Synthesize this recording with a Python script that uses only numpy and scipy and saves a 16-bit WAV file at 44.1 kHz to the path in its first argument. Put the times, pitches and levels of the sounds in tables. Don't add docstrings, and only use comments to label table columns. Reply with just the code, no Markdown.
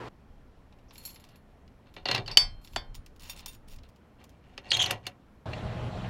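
import sys
import numpy as np
from scipy import signal
from scipy.io import wavfile

SR = 44100
rng = np.random.default_rng(int(sys.argv[2]) if len(sys.argv) > 2 else 0)


def store_wav(level_fs):
    pcm = np.round(np.clip(np.atleast_2d(level_fs), -1, 1) * 32767)
    wavfile.write(sys.argv[1], SR, pcm.T.astype(np.int16))


N = 268811
TIME = np.arange(N) / SR
EDGES = np.geomspace(18, 17000, 26)

# frequency in Hz, time to fall by 60 dB in seconds.
TAIL = [(100, .36), (700, .24), (2000, .13), (4000, .085), (12000, .075)]


def from_db(db):
    return 10 ** (np.asarray(db) / 20)


def rms_one(x):
    return x / np.sqrt(np.mean(x ** 2) + 1e-20)


def in_time(rows):
    s, *columns = np.transpose(rows)
    return [np.interp(TIME, s, column) for column in columns]


def at_hz(points, hz):
    points_hz, values = np.array(points).T
    return np.interp(np.log(hz), np.log(points_hz), values)


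def drift(rate):
    knots = rng.standard_normal(int(N / SR * rate) + 3)
    return rms_one(np.interp(TIME * rate, np.arange(len(knots)), knots))


def clicks(times, sizes):
    out = np.zeros(N)
    out[np.clip(np.round(times * SR).astype(int), 0, N - 1)] = sizes
    return out + 1e-18


def bouncing(s, gap_s, fall_db, count):
    gaps = gap_s * rng.uniform(.3, 1.7, (len(s), count))
    times = s[:, None] + np.cumsum(gaps, axis=1) - gaps[:, :1]
    return lambda db: clicks(times, from_db(db[:, None] + fall_db * np.arange(count)))


def stroke(s, length, db, attack_s, release_s):
    t = TIME - s
    fall = np.clip((t - length) / release_s, 0, 3)
    return np.clip(t / attack_s, 0, 1) * from_db(db - 60 * fall)


def ring(force, hz, t60):
    r = from_db(-60 / (t60 * SR))
    w = 2 * np.pi * hz / SR
    return signal.lfilter([0, np.sin(w)], [1, -2 * r * np.cos(w), r * r], force)


def dying(force, t60):
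    keep = from_db(-120 / (t60 * SR))
    return np.sqrt(signal.lfilter([1], [1, -keep], force ** 2))


def coloured(spectrum, envelope=lambda hz: 1):
    white = rng.standard_normal((2, N))
    out, power = 0, 0
    for k, (low, high) in enumerate(zip(EDGES, EDGES[1:])):
        hz = np.sqrt(low * high)
        gain = from_db(at_hz(spectrum, hz))
        band = signal.butter(2, [low, high], "band", fs=SR, output="sos")
        out = out + gain * signal.sosfilt(band, white[k % 2] * envelope(hz))
        power += gain ** 2 * (high - low) / (SR / 2)
    return out / np.sqrt(power)


def open_air(wind_db=-1, gust_db=4.0, traffic_db=-57, waver_db=1):
    # time in seconds, level in dB.
    strength = [(0.12, -62), (0.61, -51.5), (1.14, -62), (2.23, -51.5), (2.35, -41), (2.64, -53),
                (2.82, -40.5), (3.45, -59), (3.84, -48), (3.93, -72), (4.68, -67), (4.95, -55),
                (5.18, -67.5), (5.42, -58.5)]
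    # frequency in Hz, density in dB per Hz.
    wind_colour = [(8.8, -32), (15, 10), (32, 4.5), (49, -6.5), (124, -9), (160, -30), (210, -53),
                   (350, -120)]
    # frequency in Hz, density in dB per Hz.
    traffic_colour = [(35, -34.5), (60, -4.5), (98, -12.5), (233, -14), (363, -22.5), (427, -21),
                      (785, -25), (1280, -30), (2770, -39), (3420, -44), (4120, -44.5), (8120, -55),
                      (12400, -54), (16000, -63.5)]
    wind, = in_time(strength)
    gusts = from_db(wind + wind_db + gust_db * drift(19)) * coloured(wind_colour)
    wash = coloured(traffic_colour, lambda hz: from_db(waver_db * drift(29)))
    return gusts + from_db(traffic_db) * wash


def engine(wander=0.0065, throb_db=2.0, fade_s=0.002):
    # start in seconds, end in seconds, noise level in dB, gain of tones in dB.
    idles = [(0, 0.088, -42, -9.5), (5.456, 6.097, -37, -1.5)]
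    # frequency in Hz, level in dB before the gain of tones.
    engine_tones = [(118.4, -43), (156, -52), (181.6, -52), (465, -68), (629, -51), (835, -55), (1050, -61)]
    # frequency in Hz, density in dB per Hz.
    opening_colour = [(15, -35), (25, 0), (108, -9), (285, -3.5), (354, 1), (560, -6), (988, -5),
                      (3820, -23.5), (16000, -55)]
    # frequency in Hz, density in dB per Hz.
    noise_colour = [(15, -36), (25, -10), (114, -0.5), (326, -16.5), (463, -15), (503, -18.5), (641, -12),
                    (775, -19), (863, -18), (1940, -28), (3340, -30.5), (3620, -32), (5430, -43.5),
                    (7510, -48.5), (16000, -74)]
    tones = 0
    for hz, db in engine_tones:
        level = np.sqrt(2) * from_db(db + 2 * drift(6.7))
        cycles = hz * np.cumsum(1 + wander * drift(15)) / SR
        tones = tones + level * np.sin(2 * np.pi * cycles)
    opening = coloured(opening_colour)
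    throbbing = coloured(noise_colour, lambda hz: from_db(throb_db * drift(40)))
    out = 0
    for (start, end, noise_db, tones_db), wash in zip(idles, (opening, throbbing)):
        heard = np.clip(np.minimum(TIME - start, end - TIME) / fade_s, 0, 1)
        out = out + heard * (from_db(noise_db) * wash + from_db(tones_db) * tones)
    return out


def reflections(x, wet_db, t60):
    t = TIME[:SR // 3]
    scatter = rng.standard_normal(len(t)) * from_db(-60 * t / t60) * (t > .004)
    return from_db(wet_db) * signal.fftconvolve(x, scatter / np.linalg.norm(scatter))[:N]


def keys(tick_db=-7, tick_t60=0.019, tail_db=-25, tail_t60=0.17, body_db=4, ring_db=-17,
         jingle_db=-10, jingle_ring_db=-19, ping_db=-9, loose_db=5, held_db=-1):
    # start in seconds, level in dB, share of the lower range (fading out by 9 kHz) in dB, ring in dB.
    clinks = [(0.725, -73.5, 19.5, -18), (0.787, -64.5, 6, -17), (0.908, -61, 16, -25),
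              (0.956, -55.5, 10, -13), (0.980, -42, -8, 2.5), (1.0522, -25, -31, -4.5),
              (1.060, -27.5, -35, -3.5), (1.112, -43, -20, -10), (1.145, -50, -14, 4),
              (1.159, -51, 8.5, -12), (1.199, -52, -1, 1), (1.240, -39, -8.5, -30), (1.289, -45.5, -9, -21),
              (1.358, -50.5, -4.5, -7), (1.678, -68, 13, -12), (1.94, -48.5, -1.5, -10),
              (2.647, -48.5, 3, 1), (2.674, -45.5, -1.5, -19), (2.734, -45, -1.5, -10),
              (2.951, -34.5, -8, -9), (3.062, -38.5, -8, -27), (3.162, -46, -11, -13),
              (3.196, -40, -9.5, -13), (3.297, -26.5, -11, 4.5), (3.393, -41.5, 2, -6),
              (3.460, -20, -15, -13), (3.481, -41.5, -23, 14), (3.761, -41.5, -12, -17.5),
              (3.786, -56, 7, -22), (3.834, -56, 3.5, -8), (3.889, -47, -12, -18), (3.960, -51, -9, -17),
              (4.2406, -38, -11, -25), (4.293, -46.5, -8, -14)]
    # start in seconds, length in seconds, level in dB before jingle_db.
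    jingles = [(0.919, 0.23, -57), (1.032, 0.071, -50.5), (1.25, 0.069, -73), (2.61, 0.18, -62),
               (2.94, 0.015, -42.5), (3.201, 0.13, -46), (3.358, 0.047, -49), (3.456, 0.1, -51),
               (3.675, 0.073, -50.5), (3.825, 0.023, -71)]
    # frequency in Hz, density in dB per Hz.
    clink_colour = [(530, -37), (900, 6.5), (1600, -5.5), (2660, 8.5), (3430, 3), (5410, 5), (8760, -14),
                    (11600, -10), (13000, -18), (16000, -14)]
    # frequency in Hz, level in dB, time to fall by 60 dB in seconds.
    loose_modes = [(4305, -2, .19), (4335, -6, .15), (5507, -12, .1), (6837, -4, .08), (7542, -5, .1),
                   (11193, -1, .15), (11632, 0, .12), (12040, -4, .07), (13630, -2, .1), (14210, -11, .1)]
    # Hz, dB, seconds.
    held_modes = [(2720, -7, .12), (3620, 0, .09), (4560, -6, .06), (5560, -3, .08), (6920, -3, .09),
                  (9570, -5, .14), (11000, -10, .07), (12000, -5, .1), (13300, -8, .08), (15700, -8, .1)]
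    key_change_s = 2.9
    chatter_per_s, chatter_spread_db = 820, 6.5
    attack_s, release_s = 0.0068, 0.039
    ping_share, ping_t60 = .07, 0.026

    s, db, low_db, rings_db = np.transpose(clinks)
    touch = bouncing(s, gap_s=0.0048, fall_db=-8.0, count=3)
    hits = rng.random(N) < chatter_per_s / SR
    grains = hits * from_db(chatter_spread_db * np.clip(rng.standard_normal(N), -2, 1.7))
    handling = sum(stroke(*row, attack_s, release_s) for row in jingles)
    chatter = grains * from_db(jingle_db) * handling

    def envelope(hz):
        low = at_hz([(4500, 1), (9000, 0)], hz)
        force = chatter + touch(db + low * (low_db + body_db))
        return from_db(tick_db) * dying(force, tick_t60) + from_db(tail_db) * dying(force, tail_t60)

    out = coloured(clink_colour, envelope)
    bunches = ((loose_modes, loose_db, TIME < key_change_s), (held_modes, held_db, TIME >= key_change_s))
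    for modes, bunch_db, handled in bunches:
        for hz, mode_db, t60 in modes:
            uneven_db = rng.normal(0, 2, len(s))
            force = clicks(s, from_db(db + rings_db + ring_db + uneven_db))
            force += from_db(jingle_ring_db) * chatter * rng.standard_normal(N)
            out += from_db(mode_db + bunch_db) * ring(force * handled + 1e-18, hz, t60)
    contacts = chatter + touch(db - 14.5)
    for hz in np.linspace(2400, 15500, 44) * rng.uniform(.97, 1.03, 44):
        chosen = contacts * (rng.random(N) < ping_share) + 1e-18
        out += from_db(ping_db) * ring(chosen, hz, ping_t60)
    return out


def coupler(x, direct_db=-3, ring_db=2, width_share=0.41):
    # frequency in Hz, width in Hz before width_share narrows it, an unused number.
    hollow = [(555, 31, -4), (733, 34, -2), (1933, 44, -3), (2340, 42, -5), (2770, 330, -2), (3640, 26, -6),
              (4300, 190, 0), (5110, 100, -12), (6400, 450, -19), (8550, 38, -25), (9500, 120, -25),
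              (11200, 370, -23), (11100, 92, -21), (11900, 76, -27)]
    # frequency in Hz, width in Hz before width_share, an unused number.
    tongue = [(110, 25, 5), (125.9, 37, 3), (391, 25, -4)]
    out = from_db(direct_db) * x
    for hz, width, _ in [*hollow, *tongue]:
        used_width = np.clip(width * width_share, max(12, hz / 100), 160)
        r = np.exp(-np.pi * used_width / SR)
        top = (1 - r * r) / 2 * np.array([1, 0, -1])
        bottom = [1, -2 * r * np.cos(2 * np.pi * hz / SR), r * r]
        out = out + from_db(ring_db) * signal.lfilter(top, bottom, x)
    return out


def knocks(crack_db=-5, crack_t60=.016, tail_db=-17, bass_db=9, treble_db=11, ring_db=2, delay_s=0.0014):
    # start in seconds, level in dB, bass share in dB, treble share in dB, ring of the lock body in dB.
    blows = [(1.963, -34, -7, -72, -19), (2.054, -24, -6, -62, 1), (2.085, -17.5, -10, -45, -5.5),
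             (2.111, -11, -20, -15.5, -10), (2.146, -13.5, -37, -7.5, -2.5), (2.158, -18, -15.5, -30, -16),
             (2.177, -29, -1.5, -36, 1.5), (2.276, -21.5, -28, -17, -9), (4.576, -25, -20, -20, -13),
             (4.715, -9.5, -29.5, -20, -5.5), (4.767, -15.5, -38, -1, -6.5), (4.824, -17.5, -44, 6.5, -7),
             (4.858, -22, -24, 0, -3), (4.907, -15.5, -16, 1, -24.5), (5.065, -19, -21, -3, -14.5),
             (5.531, -23.5, -26, -66, -22)]
    # frequency in Hz, density in dB per Hz.
    knock_colour = [(47, -27), (80, -3.5), (152, -7), (265, -1), (751, 0), (1670, -4.5), (1950, -3.5),
                    (2540, -5), (2780, -2.5), (3790, -8), (4140, -1), (5400, -12.5), (9820, -31.5),
                    (11000, -28), (16000, -39)]
    # frequency in Hz, level in dB, time to fall by 60 dB in seconds.
    lock_modes = [(2850, -7, .025), (4060, -5, .03), (4230, -3, .035), (4560, -5, .03)]
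    s, db, low_db, high_db, lock_db = np.transpose(blows)
    strike = bouncing(s + delay_s, gap_s=.0012, fall_db=-2.5, count=3)

    def envelope(hz):
        low = at_hz([(800, 0.96), (2500, 0.27)], hz)
        high = at_hz([(4500, 0.017), (9000, 1)], hz)
        force = strike(db + low * (low_db + bass_db) + high * (high_db + treble_db))
        return from_db(crack_db) * dying(force, crack_t60) + from_db(tail_db) * dying(force, at_hz(TAIL, hz))

    scuff = dying(strike(db + lock_db + ring_db), .012) * rng.standard_normal(N) / np.sqrt(.003 * SR)
    lock = sum(from_db(mode_db) * ring(scuff, hz, t60) for hz, mode_db, t60 in lock_modes)
    lock = signal.sosfilt(signal.butter(4, 5500, fs=SR, output="sos"), lock)
    return coupler(coloured(knock_colour, envelope)) + lock


def grind(drags, colour, slips_per_s, slip_t60, spread_db, level_db, body_db):
    attack_s, release_s = 0.014, 0.15
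    slips = (rng.random(N) < slips_per_s / SR) * from_db(spread_db * rng.standard_normal(N)) + 1e-12
    pressure = sum(stroke(*row, attack_s, release_s) for row in drags)
    force = slips * from_db(level_db) * pressure / np.sqrt(np.mean(dying(slips, slip_t60) ** 2))
    rasp = dying(force, slip_t60)

    def envelope(hz):
        if hz >= 1000:
            return rasp
        return rasp + from_db(body_db) * dying(force, at_hz(TAIL, hz))

    return coloured(colour, envelope)


def twisting():
    # start in seconds, length in seconds, level in dB before level_db.
    drags = [(0.9, 0.46, -70), (1.855, 0.013, -62.5), (1.958, 0.024, -56), (2.055, 0.12, -38),
             (2.265, .055, -46.5), (3.2, 0.24, -62), (3.83, 0.0088, -62.5)]
    # frequency in Hz, density in dB per Hz.
    colour = [(41, -36.5), (70, -11.5), (113, -1), (274, -10.5), (483, -5.5), (649, -9), (744, -4.5),
              (1650, -1), (2780, -2), (3820, -1), (4190, -7), (5890, -34), (16000, -45)]
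    return grind(drags, colour, slips_per_s=1100, slip_t60=0.01, spread_db=2.5, level_db=2.0, body_db=-10)


def pulling():
    # start in seconds, length in seconds, level in dB before level_db.
    drags = [(4.18, 0.036, -59), (4.31, 0.025, -66), (4.42, 0.32, -67), (4.635, 0.076, -53),
             (4.712, 0.21, -37), (5.02, 0.055, -59.5)]
    # frequency in Hz, density in dB per Hz.
    colour = [(41, -29.5), (70, 2.5), (159, -1.5), (256, -9.5), (761, -0.5), (1310, -1.5), (1930, 9),
              (2270, 3), (2910, 3.5), (6590, -16), (7730, -33.5), (11400, -43.5), (16000, -41)]
    return grind(drags, colour, slips_per_s=1600, slip_t60=0.0061, spread_db=5.5, level_db=-1.5, body_db=-7.5)


def squeals(flutter_db=3.5, overtone_db=-11, fall_db=-9):
    # start in seconds, length in seconds, level in dB, first pitch in Hz, last pitch in Hz.
    shrieks = [(0.883, 0.02, -66, 5400, 5660), (2.311, 0.0071, -41, 5300, 5445),
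               (4.688, .018, -52.5, 4600, 4426), (4.705, .017, -27, 4400, 3286),
               (4.729, 0.023, -22, 3207, 3410), (4.792, 0.0359, -21.5, 3315, 3150),
               (4.839, 0.0054, -23.5, 2894, 2910), (5.051, 0.0078, -51.5, 2440, 2470)]
    attack_s, release_s = 0.0015, 0.017
    top_hz = 8000
    glide = []
    for s, length, _, first, last in shrieks:
        glide += [(s, first), (s + length, last)]
    hz, = in_time(glide)
    level = sum(stroke(s, length, db, attack_s, release_s) for s, length, db, _, _ in shrieks)
    wobble = 1 + .055 * drift(2200) + .04 * drift(250)
    phase = 2 * np.pi * np.cumsum(hz * wobble) / SR
    voice = np.sin(phase)
    for k in range(3):
        voice = voice + from_db(overtone_db + fall_db * k + 3 * drift(300)) * np.sin((k + 2) * phase)
    shriek = level * from_db(flutter_db * np.tanh(drift(500))) * voice
    return signal.sosfilt(signal.butter(4, top_hz, fs=SR, output="sos"), shriek)


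def latch(crack_db=-7, crack_t60=0.026, tail_db=-20, ring_db=-8.5, clack_db=5, clack_hz=3040, clack_t60=.024,
          shimmer_db=-35, shimmer_t60=0.24):
    # start in seconds, level in dB, ring in dB,
    # hard clack in dB, plate modes against the lever's in dB, brightness in dB per octave.
    blows = [(2.261, -49.5, 13, 4, -9.5, -1.5), (2.314, -52.5, 24.5, -5.5, -17.5, -4),
             (2.3719, -6, 9, 0, 3, 1.5), (2.7609, -23, -2, -19, 17, -3.5)]
    # frequency in Hz, level in dB, time to fall by 60 dB in seconds.
    modes = [(745, -44, .35), (991, -34, .2), (2008, -36, .24), (2159, -31, .24), (2492, -37, .17),
             (3142, -36, .42), (3165, -42, .3), (3331, -20, .11), (3402, -23, .12), (3544, -20, .16),
             (4220, -47, .65), (4588, 2, .14), (4861, -32, .12), (5233, -12, .18), (5892, -28, .17),
             (6691, -28, .1), (7332, -35, .1), (7774, -26, .13), (8093, -37, .22), (10314, -27, .13),
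             (12700, -27, .1)]
    # frequency in Hz, density in dB per Hz.
    snap_colour = [(100, -17), (400, -10.5), (900, -2.5), (1300, -6.5), (1800, -0.5), (2400, -4),
                   (3300, -0.5), (4400, -6), (6500, -4), (8500, -14), (12000, -22), (16000, -33)]
    lever_hz = 4400
    s, db, rings_db, hard_db, plate_db, tilt_db = np.transpose(blows)
    strike = bouncing(s, gap_s=.001, fall_db=-2, count=3)

    def brightness(hz):
        return db + tilt_db * np.log2(max(hz, 500) / clack_hz)

    def envelope(hz):
        force = strike(brightness(hz))
        return from_db(crack_db) * dying(force, crack_t60) + from_db(tail_db) * dying(force, at_hz(TAIL, hz))

    out = coloured(snap_colour, envelope)
    seat = clicks(s, from_db(db + hard_db + clack_db))
    out += 2 * (ring(seat, clack_hz, clack_t60) - ring(seat, clack_hz, clack_t60 * .25))
    for hz, mode_db, t60 in modes:
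        force = clicks(s, from_db(db + rings_db + ring_db + mode_db + plate_db * (hz < lever_hz)))
        out += rng.choice([-1, 1]) * ring(force, hz, t60)
    for hz in np.geomspace(700, 14500, 70) * rng.uniform(.98, 1.02, 70):
        level = from_db(brightness(hz) + shimmer_db + at_hz(snap_colour, hz))
        force = clicks(s, level * rng.standard_normal(len(s)))
        out += ring(force, hz, shimmer_t60 * (3000 / hz) ** .3)
    return out


def scene():
    background = open_air() + engine()
    grinding = coupler(twisting() + pulling())
    shriek = squeals()
    echoes = reflections(shriek, wet_db=-6, t60=0.19)
    hardware = keys() + knocks() + grinding + shriek + echoes + latch()
    return (background + hardware)[None]


def record(dry):
    limit_db, attack_s, release_db_per_s = -2.5, .0022, 201
    cutoff_hz = 16200
    recovered = release_db_per_s * TIME
    over = np.maximum(20 * np.log10(np.abs(dry[0]) + 1e-9) - limit_db, 0)
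    held = np.maximum.accumulate(over + recovered) - recovered
    keep = np.exp(-1 / (attack_s * SR))
    duck_db = signal.lfilter([1 - keep], [1, -keep], held)
    clipped = np.clip(dry * from_db(-duck_db), -1, 1)
    return signal.sosfilt(signal.ellip(10, .2, 80, cutoff_hz, fs=SR, output="sos"), clipped)


dry = scene()
out = record(dry)
store_wav(out)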